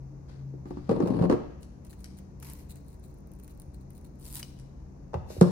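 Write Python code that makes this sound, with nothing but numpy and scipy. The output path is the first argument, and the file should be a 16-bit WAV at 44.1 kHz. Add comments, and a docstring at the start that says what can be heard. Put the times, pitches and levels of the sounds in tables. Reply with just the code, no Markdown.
"""Cutting green onions with scissors

Scissors are dragged off a wooden windowsill, opened, closed through a bunch of stalks and set down again.
Knocks and drags ring the wood; the blades click with dying sine waves and puffs of noise.
Rustles, scrapes and the crunch are crowds of tiny noise puffs; single snaps are short bright ones.
A small quiet room, heard from close by, adds echoes, low rumble, wavering hum and faint hiss."""
import sys
import numpy as np
from scipy import signal
from scipy.fft import rfft, irfft, next_fast_len
from scipy.io import wavfile

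SR = 44100
rng = np.random.default_rng(int(sys.argv[2]) if len(sys.argv) > 2 else 0)


def bounce(signal):
    """Save signal as a 16-bit WAV file at the path given by the first command-line argument."""
    frames = np.transpose(np.atleast_2d(signal))
    limited = np.clip(frames, -1, 1)
    pcm = np.round(limited * 32767).astype(np.int16)
    wavfile.write(sys.argv[1], SR, pcm)


N = 242978  # samples in the scene
TIME = np.arange(N) / SR

# Levels below are set before the room echoes and the microphone ports.
# Colours are spectra that give only the balance of pitches: pitch_hz, level_db (per Hz)

# Rumble and hiss of the quiet room: pitch_hz, level_db (per Hz)
RUMBLE_COLOUR = [(12, -39), (20, -13), (60, 4), (87, -1.5), (102, -12), (139, -7), (162, -4), (189, -12),
                 (257, -13), (300, -10.5), (326, -15), (362, -16), (408, -17.5), (977, -29), (1200, -63),
                 (1560, -80), (2640, -120)]
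HISS_COLOUR = [(650, -32), (1100, 4.5), (1260, -1), (1760, -5.5), (2610, -11.5), (3150, -23), (4270, -17),
               (5050, -16), (6390, -11.5), (8540, -23.5), (10500, -23), (13200, -27.5), (16000, -26)]
RUMBLE_DB, HISS_DB = -47.0, -71.5  # average (rms) levels
# Extra hiss on the left: pitch_hz, left_minus_right_db
HISS_SIDE = [(1100, 1.5), (2500, 4.5), (6000, 13), (9000, -2)]
# Hum tones, average level before they waver: pitch_hz, level_db
HUM_TONES = [(57, -64), (76, -70), (193, -61), (229, -65), (298, -67), (361, -70.5)]
# Changing strength of the drone, before it wavers: time_s, level_db
DRONE_LEVEL = [(0, -42.5), (.5, -43), (.65, -49), (2, -60), (3.1, -51), (3.5, -60.5), (4.7, -51),
               (5.5, -55.5)]
DRONE_HZ = 135.7

# Fingers find the handles: start_s, length_s, level_db, fade_db (over the length)
BRUSHES = [(.288, .13, -62.5, -12), (.67, 0.21, -68.5, 0)]
# Colour of the fingers' brush: pitch_hz, level_db (per Hz)
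BRUSH_COLOUR = [(900, 4.5), (1500, 8), (3000, -2), (4600, 2.5), (6500, -6), (10000, -14), (12000, -26),
                (16000, -21)]
BRUSH_ATTACK_S, BRUSH_RELEASE_S = .015, .03
# Short shoves over the sill, before DRAG_DB: start_s, length_s, level_db, fade_db (over the length)
SHOVES = [(.893, 0.036, -21, 0), (.94, 0.054, -25, -4), (1.005, .195, -26.5, 1.5), (1.215, .038, -23, 2.5),
          (1.299, 0.054, -15.5, -13)]
DRAG_ATTACK_S, DRAG_RELEASE_S = 0.011, 0.01
DRAG_DB = -5.5  # for both the judder and the ringing wood
# Colour of the juddering slide: pitch_hz, level_db (per Hz)
SLIDE_COLOUR = [(90, -17.5), (130, -2), (170, -1.5), (300, -2.5), (470, -4.5), (615, -20), (680, -22),
                (800, -16.5), (1100, -25), (1450, -38), (2000, -43.5), (2600, -39.5), (3300, -50),
                (4400, -40.5), (6000, -60), (10000, -51.5), (16000, -84)]
# Force of the slips on the wood: pitch_hz, level_db (per Hz)
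GRIP_COLOUR = [(130, 8), (250, -0.5), (480, 7.5), (640, 4), (1100, -2.5), (2500, -2.5)]

# Ringing pitches of the sill, relative levels: pitch_hz, level_db, t60_s (fall by 60 dB), left_minus_right_db
SILL_MODES = [(87, -4.5, 0.04, -24.5), (117, -16, 0.16, 6), (184.8, 4, 0.085, -2),
              (236, -5.5, 0.053, -23.5), (292.2, -4.5, 0.17, 12), (357, -4, 0.19, -7.5),
              (441.4, 5.5, 0.03, 7.5), (518, -2, 0.038, 0), (611, -17.5, 0.25, -6), (745, -24.5, 0.99, 2),
              (835.5, -17.5, 0.11, 17), (937, -3.5, 0.036, 8), (1070, -10, 0.11, 11),
              (1580, -25, 0.083, -8)]
# Scissors knock on the sill: start_s, peak_db, blow_centre_hz, clack_db
KNOCKS = [(.295, -50, 490, -52), (.538, -36.5, 350, -66), (.656, -33.5, 303, -42.5),
          (.707, -27, 315, -37.5), (.77, -27, 280, -41), (.8925, -18.5, 250, -25), (.915, -16, 465, -27),
          (1.0026, -14, 366, -26), (1.031, -16, 239, -61), (1.073, -36, 402, -28), (1.21, -17, 164, -39),
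          (1.2231, -21, 208, -27.5), (1.243, -15, 486, -32), (1.298, -16.5, 238, -19.5),
          (1.3125, -19, 522, -23), (1.325, -13.5, 369, -22), (5.1333, -29.5, 755, -36.5),
          (5.141, -26.5, 510, -27.5), (5.15, -24.5, 112, -54), (5.172, -27.5, 96, -60),
          (5.303, -32.5, 587, -42), (5.366, -33, 485, -50), (5.381, -28.5, 91, -46),
          (5.4124, -5, 439, -14.5), (5.4153, -4, 179, -27.5)]
TICK_DB = -18  # the tick of steel in a knock, relative to its clack
# Colour of the handles' clack: pitch_hz, level_db (per Hz)
CLACK_COLOUR = [(300, 4), (550, 11.5), (690, 8), (880, 6.5), (1200, 2), (1420, -5.5), (1700, -8.5),
                (2300, -19), (2800, -20), (3400, -30.5), (6000, -46)]
# Colour of the knock's steel tick: pitch_hz, level_db (per Hz)
TICK_COLOUR = [(1500, -22), (2400, -4.5), (5500, 0.5), (10000, -13), (12000, -35), (16000, -13)]

# Blades and handles click: start_s, ring_db, sharp_tick_db
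CLICKS = [(1.63, -54, -45.5), (2.0431, -62, -35.5), (4.4292, -26.5, -35.5), (4.589, -61, -48),
          (4.5973, -64, -46.5), (5.4106, -37, -23)]
# Ringing pitches of the scissors, relative levels: pitch_hz, level_db, t60_s
STEEL_MODES = [(2370, -19, .012), (2530, -2, 0.031), (2967, 13.5, 0.02), (3230, -5, 0.012),
               (4820, 9, 0.0095), (5010, 10, 0.021), (5830, 8, 0.013), (8100, -22, 0.0089)]
# Colour of the sharp click: pitch_hz, level_db (per Hz)
CLICK_COLOUR = [(1500, -6), (3000, -6.5), (5000, 0.5), (7500, -3), (10000, -2), (12000, -10.5),
                (16000, -21)]

# Stalks rub in the hand and along the blades: start_s, length_s, level_db, fade_db (over the length)
RUBS = [(.672, 0.055, -69, -2), (1.073, 0.011, -53, -3), (1.61, 0.021, -64, 4), (1.848, 0.03, -66, 0),
        (1.9, 0.038, -53.5, -9), (1.987, 0.052, -64.5, -7), (2.17, 0.013, -60, -4),
        (2.695, 0.025, -51.5, 1.5), (2.757, 0.021, -58, -3), (2.87, 0.081, -65.5, 0),
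        (3.032, 0.033, -60, -8), (3.1, 0.014, -62.5, -3), (3.43, 0.028, -64, -2), (3.495, 0.015, -59, 3),
        (3.746, 0.0098, -54.5, -13), (3.808, 0.017, -66.5, -9), (3.95, 0.029, -63, 0),
        (4.044, .025, -62, -4.5)]
# Colour of the rustle: pitch_hz, level_db (per Hz)
RUSTLE_COLOUR = [(1000, -17), (2500, -4), (3300, -11), (4100, 3.5), (5500, -13), (7000, -1), (10000, 2.5),
                 (12000, -10), (14500, 0), (16000, 3.5)]
RUB_ATTACK_S, RUB_RELEASE_S = 0.01, 0.0053
# Strokes of the blades, as changing loudness: time_s, level_db
OPENING_LEVEL = [(2.415, -66), (2.428, -51), (2.48, -53.5), (2.525, -57), (2.55, -63.5), (2.6, -59),
                 (2.67, -79)]
CUT_LEVEL = [(4.2, -66), (4.25, -52), (4.333, -50), (4.353, -42), (4.37, -41.5), (4.402, -44.5),
             (4.415, -58), (4.43, -69)]
SCRAPE_LEVEL = [(5.27, -75), (5.3, -57.5), (5.325, -53.5), (5.36, -58), (5.41, -61)]
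# Colours of those strokes: pitch_hz, level_db (per Hz)
OPENING_COLOUR = [(530, -41), (900, -1.5), (991, 0.5), (1250, -12.5), (2250, -7.5), (3550, -15.5),
                  (4150, -11.5), (13800, -10), (16000, -17)]
CUT_COLOUR = [(470, -30), (800, -15), (978, -6.5), (1170, -18), (1410, -19), (3470, -15.5), (4030, -11.5),
              (6330, -14.5), (9450, -5.5), (11600, -14), (15000, -10), (16000, -13)]
SCRAPE_COLOUR = [(880, -31), (1500, -7), (2970, -5.5), (3250, -17), (3380, -10), (3840, -3), (10100, -9.5),
                 (14600, -13), (16000, -17)]

# Single fibres snap or catch on the blades, before the snap trims: start_s, peak_db, body_relative_db
SNAPS = [(1.8488, -47, -5), (1.8665, -53, 0), (1.9291, -58.5, 9.5), (2.0048, -52, -1), (2.1865, -48.5, 2),
         (2.4002, -44, -12), (2.426, -42.5, 3), (2.4997, -34, -22), (2.5353, -30.5, -40), (2.716, -40, -18),
         (2.7571, -43.5, -7), (2.8835, -43, -30), (3.2727, -45.5, -35), (3.3162, -52, -3),
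         (3.3363, -49, -14), (3.3986, -47.5, -7), (3.436, -41, -19), (3.4448, -46.5, -11),
         (3.4783, -46.5, -3.5), (3.5124, -49, -11), (3.5757, -46, -37), (3.5996, -34.5, -28),
         (3.6192, -39.5, -18), (3.9048, -43, -13), (3.9787, -47, -11), (4.012, -50, -13), (4.046, -51, -5),
         (4.1986, -46, -26), (4.211, -49, -10), (4.3122, -37, -29), (4.349, -31, -18), (4.3552, -21.5, -23),
         (4.382, -35, -17), (4.3966, -39.5, 1.5)]
SNAP_TRIM_DB, BODY_TRIM_DB = 2.0, -4.0
# Colour of the bright snap: pitch_hz, level_db (per Hz)
SNAP_COLOUR = [(1000, -93), (4000, -7), (6500, -16), (8000, -2), (10000, 5), (12000, -12.5), (14500, 3.5),
               (16000, -4)]
# Colour of the duller pop: pitch_hz, level_db (per Hz)
SNAP_BODY_COLOUR = [(500, -4), (1200, 2.5), (2500, 2), (4200, -10.5), (6500, 2), (10000, -22)]
# Faint snaps while the hand squeezes the bunch; strongest level and spread below it, before the trims
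SQUEEZE_START_S, SQUEEZE_END_S, FAINT_COUNT = 2.7, 4.2, 36
FAINT_DB, FAINT_RANGE_DB, FAINT_BODY_DB = -51.5, 14, -20

# How alike the noise is on the two sides: pitch_hz, likeness (1 is the same, 0 unrelated)
LIKENESS = [(30, 0.9), (100, 1), (300, 0.47), (700, 0.061), (1500, 0.074), (5000, 0.18), (8000, 0.89),
            (16000, 1)]
# How long the room rings: pitch_hz, t60_s
ROOM_DECAY = [(100, 0.65), (400, 0.56), (1000, 0.61), (3000, 0.94), (6000, 0.66), (10000, 0.44),
              (16000, 0.43)]
# Loudness difference of the two microphone ports: pitch_hz, left_minus_right_db
PORT_BALANCE = [(30, 3.5), (70, 0), (150, 4.5), (400, 0), (900, 0.5), (2300, 2.5), (5000, 5), (9000, 2.5),
                (13000, -1)]
# Timing difference of the ports: pitch_hz, left_lead_radians
PORT_PHASE = [(30, 0), (75, 0), (200, -0.05), (450, -0.72), (950, -2), (2300, -3), (5000, -3.5), (9800, -5),
              (12000, -7.5), (16000, -3.5)]
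EDGE_HZ = 16000  # upper limit of the sound


def amp(db):
    """Turns decibels into a gain."""
    return 10 ** (np.asarray(db) / 20)


def evened(x):
    """Scales a sound to an average (rms) level of 1."""
    return x / np.sqrt(np.mean(x ** 2) + 1e-20)


def peaked(x):
    """Scales a stereo sound so that the average of its two sides peaks at 1."""
    return x / abs(x.mean(0)).max()


def read(points, hz):
    """Reads a curve between its points, along a logarithmic pitch axis."""
    point_hz, value = np.transpose(points)
    return np.interp(np.log(hz + 1), np.log(point_hz + 1), value)


def level(rows):
    """Turns a dB curve over time into a gain that fades to silence just outside its span."""
    time_s, db = np.transpose(rows)
    outside_s = np.maximum(np.maximum(time_s[0] - TIME, TIME - time_s[-1]), 0)
    return amp(np.interp(TIME, time_s, db)) * np.exp(-(outside_s / 0.011) ** 2)


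def pushes(rows, attack_s, release_s):
    """Gain of hand movements: each swells quickly, changes evenly in dB while it lasts, then dies away."""
    gain = np.zeros(N)
    for start_s, length_s, db, fade_db in rows:
        t = TIME - start_s
        swell = np.clip(1 + t / attack_s, 0, 1) ** 2  # the swell comes just before the start
        release = np.exp(-np.maximum(t - length_s, 0) / release_s)
        strength = amp(db + fade_db * np.clip(t / length_s, 0, 1))
        gain = np.maximum(gain, swell * release * strength)
    return gain


def add(mix, start_s, sound):
    """Mixes a stereo sound in at the given time."""
    part = mix[:, round(start_s * SR):][:, :sound.shape[1]]
    part += sound[:, :part.shape[1]]


def liken(x, hz):
    """Spectra of two unrelated sides, mixed so that they are as alike as LIKENESS says at each pitch."""
    left, other = rfft(x)
    alike = np.clip(read(LIKENESS, hz), -1, 1)
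    right = alike * left + np.sqrt(1 - alike ** 2) * other
    return np.array([left, right])


def colour(x, points, size=2048):
    """Likens the two sides, then filters them to a spectrum that falls steeply below its lowest point."""
    length = next_fast_len(x.shape[1])
    padded = np.pad(x, ((0, 0), (0, length - x.shape[1])))
    both = irfft(liken(padded, np.fft.rfftfreq(length, 1 / SR)), length)
    hz = abs(np.fft.fftfreq(size, 1 / SR))
    gain = amp(read(points, hz)) * np.minimum(hz / points[0][0], 1) ** 3
    # minimum phase: the filter responds at once, with nothing ahead of the sound
    response = np.exp(np.conj(signal.hilbert(np.log(gain + 1e-5))))
    taps = np.fft.ifft(response).real
    return signal.fftconvolve(both, taps[None], axes=1)[:, :x.shape[1]]


def burst(points, t60, size=4096):
    """A brief contact: a dying puff of coloured noise with a peak of 1."""
    puff = rng.standard_normal((2, size)) * amp(-60 * TIME[:size] / t60)
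    return peaked(colour(puff, points) * np.linspace(1, 0, size))


def grains(points, per_s, spread_db, t60, size=1024):
    """A random train of tiny uneven slips, each a short puff of coloured noise; average (rms) level 1."""
    sizes = amp(spread_db * np.minimum(rng.exponential(1, N), 4))
    slips = sizes * (rng.random(N) < per_s / SR)
    puff_power = amp(-60 * TIME[:size] / t60) ** 2
    power = signal.oaconvolve(slips ** 2, puff_power)[:N]
    noise = rng.standard_normal((2, N)) * np.sqrt(abs(power))
    return evened(colour(noise, points))


def ring(modes, scatter, size=20000):
    """A struck object rings with one dying sine per mode, a little out of step on the two sides."""
    hz, db, t60 = np.transpose(modes)[:3, :, None]
    t = TIME[:size]
    sides = np.array([1, -1])[:, None, None]
    skew = sides * rng.standard_normal(hz.shape) * np.minimum(scatter * hz / 1000, 1)
    return amp(db - 60 * t / t60) * np.sin(2 * np.pi * hz * t + skew)


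def room(x, wet_db, count=8):
    """Walls return a few near reflections and a sparse tail whose pitches die at their own speeds."""
    taps = rng.standard_normal((2, SR)) * (rng.random((2, SR)) < 4000 / SR) * (TIME[:SR] > .005)
    hz, t, bands = signal.stft(taps, SR, nperseg=256)
    decay = amp(-60 * t / read(ROOM_DECAY, hz)[:, None])
    tail = signal.istft(bands * decay, SR, nperseg=256)[1]
    tail /= np.linalg.norm(tail[0])
    near = (rng.uniform(.002, .02, (2, count)) * SR).astype(int)
    tail[np.arange(2)[:, None], near] += 0.31 * rng.choice([-1, 1], near.shape)
    return x + amp(wet_db) * signal.fftconvolve(x, tail, axes=1)[:, :N]


def tone(pitch_hz, waver):
    """A sine whose phase and strength drift slowly at random."""
    hz = np.fft.rfftfreq(N, 1 / SR)
    slow = rfft(rng.standard_normal((2, N))) / (1 + (hz / 2.87) ** 4)
    drift = evened(irfft(slow, N))
    sine = np.sin(2 * np.pi * pitch_hz * TIME + waver * drift[0])
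    return np.sqrt(2) * sine * amp(3.7 * waver * drift[1])


def background():
    """Low rumble from outdoors and faint hiss are shaped noise; a machine hum is a set of wavering sines."""
    hz = np.fft.rfftfreq(N, 1 / SR)
    noise = liken(rng.standard_normal((2, N)), hz)
    rumble_gain = amp(read(RUMBLE_COLOUR, hz)) / (1 + (hz / 1400) ** 6)
    rumble = evened(irfft(noise * rumble_gain, N)) * amp(RUMBLE_DB)
    hiss_db = read(HISS_COLOUR, hz) + np.outer([.5, -.5], read(HISS_SIDE, hz))
    hiss = evened(irfft(noise * amp(hiss_db), N)) * amp(HISS_DB)
    hum = sum(amp(db) * tone(pitch_hz, waver=0.91) for pitch_hz, db in HUM_TONES)
    drone = level(DRONE_LEVEL) * tone(DRONE_HZ, waver=1.0)
    return rumble + hiss + hum + drone


def drag():
    """Fingers brush the handles, which then stick and slip over the wood and set its modes ringing."""
    brush = grains(BRUSH_COLOUR, per_s=2900, spread_db=2.0, t60=.006)
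    brush = brush * pushes(BRUSHES, BRUSH_ATTACK_S, BRUSH_RELEASE_S)
    pull = pushes(SHOVES, DRAG_ATTACK_S, DRAG_RELEASE_S)
    judder = grains(SLIDE_COLOUR, per_s=460, spread_db=3.0, t60=0.021) * pull
    slips = grains(GRIP_COLOUR, per_s=240, spread_db=0.0, t60=0.0068) * pull
    wood = signal.fftconvolve(slips, ring(SILL_MODES, scatter=0.28).sum(1), axes=1)[:, :N]
    wood = evened(wood) * np.std(judder)  # as strong as the judder
    dragged = brush + amp(DRAG_DB) * (judder + wood)
    return room(dragged, wet_db=-11.0) * amp([[1.2], [-1.2]])  # a little louder on the left


def knocks():
    """Each knock rings the sill, with a clack of the plastic handles and a tick of steel."""
    wood, hard = np.zeros((2, 2, N))
    sides = amp(np.outer([.5, -.5], np.transpose(SILL_MODES)[3]))[:, :, None]
    for start_s, db, centre_hz, clack_db in KNOCKS:
        # a blow feeds the modes near its centre: soft ones the low modes, hard ones the high
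        band_hz = [centre_hz / 1.37, centre_hz * 1.272]
        blow = signal.butter(2, band_hz, "bandpass", fs=SR, output="sos")
        thud = signal.sosfilt(blow, (sides * ring(SILL_MODES, scatter=0.54)).sum(1))
        add(wood, start_s, amp(db) * peaked(thud))
        add(hard, start_s, amp(clack_db) * burst(CLACK_COLOUR, t60=0.04))
        add(hard, start_s, amp(clack_db + TICK_DB) * burst(TICK_COLOUR, t60=0.028))
    return room(wood, wet_db=-9.0) + room(hard, wet_db=-6.5)


def clicks():
    """The blades meet their stop with a noisy tick and ring briefly, damped by the hand."""
    steel, tick = np.zeros((2, 2, N))
    for start_s, ring_db, tick_db in CLICKS:
        add(steel, start_s, amp(ring_db) * peaked(ring(STEEL_MODES, scatter=0.1).sum(1)))
        add(tick, start_s, amp(tick_db) * burst(CLICK_COLOUR, t60=0.022))
    steel[1] = np.roll(steel[1], 6)  # the ring reaches the right side 6 samples later
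    return room(steel, wet_db=-16) + room(tick, wet_db=-5.0)


def rustle():
    """Stalks rub in the hand and on the blades in many tiny uneven slips."""
    rubbing = grains(RUSTLE_COLOUR, per_s=1100, spread_db=4.0, t60=0.0087)
    return rubbing * pushes(RUBS, RUB_ATTACK_S, RUB_RELEASE_S)


def opening():
    """The blades slide open past each other in a crowd of slips."""
    return grains(OPENING_COLOUR, per_s=910, spread_db=2.0, t60=0.013) * level(OPENING_LEVEL)


def scrape():
    """Steel grazes the sill in a dense crowd of slips."""
    return grains(SCRAPE_COLOUR, per_s=3300, spread_db=1, t60=0.0092) * level(SCRAPE_LEVEL)


def cut():
    """Bursting cells make longer puffs and fibres shorter ones; together they crunch."""
    cells = grains(CUT_COLOUR, per_s=270, spread_db=1.0, t60=0.038)
    fibres = grains(CUT_COLOUR, per_s=260, spread_db=3, t60=0.003)
    return evened(cells + fibres) * level(CUT_LEVEL)


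def strokes():
    """The rubbing, sliding and cutting sounds share one set of room echoes."""
    return room(rustle() + opening() + cut() + scrape(), wet_db=-10.5)


def snaps():
    """A fibre gives way with a very short bright tick and a duller pop of the stalk."""
    out = np.zeros((2, N))
    faint = []
    for when, weakness in rng.random((FAINT_COUNT, 2)):
        start_s = SQUEEZE_START_S + when * (SQUEEZE_END_S - SQUEEZE_START_S)
        faint.append((start_s, FAINT_DB - FAINT_RANGE_DB * weakness, FAINT_BODY_DB))
    for start_s, db, body_db in list(SNAPS) + faint:
        t60 = .0015 + .025 * amp(body_db)  # snaps with more body last longer
        add(out, start_s, amp(db + SNAP_TRIM_DB) * burst(SNAP_COLOUR, t60))
        add(out, start_s, amp(db + body_db + BODY_TRIM_DB) * burst(SNAP_BODY_COLOUR, t60=0.063))
    return room(out, wet_db=-13.5)


def scene():
    """All sources together."""
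    return background() + drag() + knocks() + clicks() + strokes() + snaps()


def record(dry):
    """Two microphone ports hear different levels and phases; a filter then removes the highest pitches."""
    size = next_fast_len(N + 4096)  # spare room so that the end does not wrap onto the start
    hz = np.fft.rfftfreq(size, 1 / SR)
    half = np.array([[.5], [-.5]])
    ports = amp(half * read(PORT_BALANCE, hz)) * np.exp(1j * half * read(PORT_PHASE, hz))
    heard = irfft(rfft(dry, size) * ports, size)[:, :N]
    band_limit = signal.firwin(401, EDGE_HZ, window=("kaiser", 8), fs=SR)
    return signal.oaconvolve(heard, band_limit[None], "same")


dry = scene()
out = record(dry)
bounce(out)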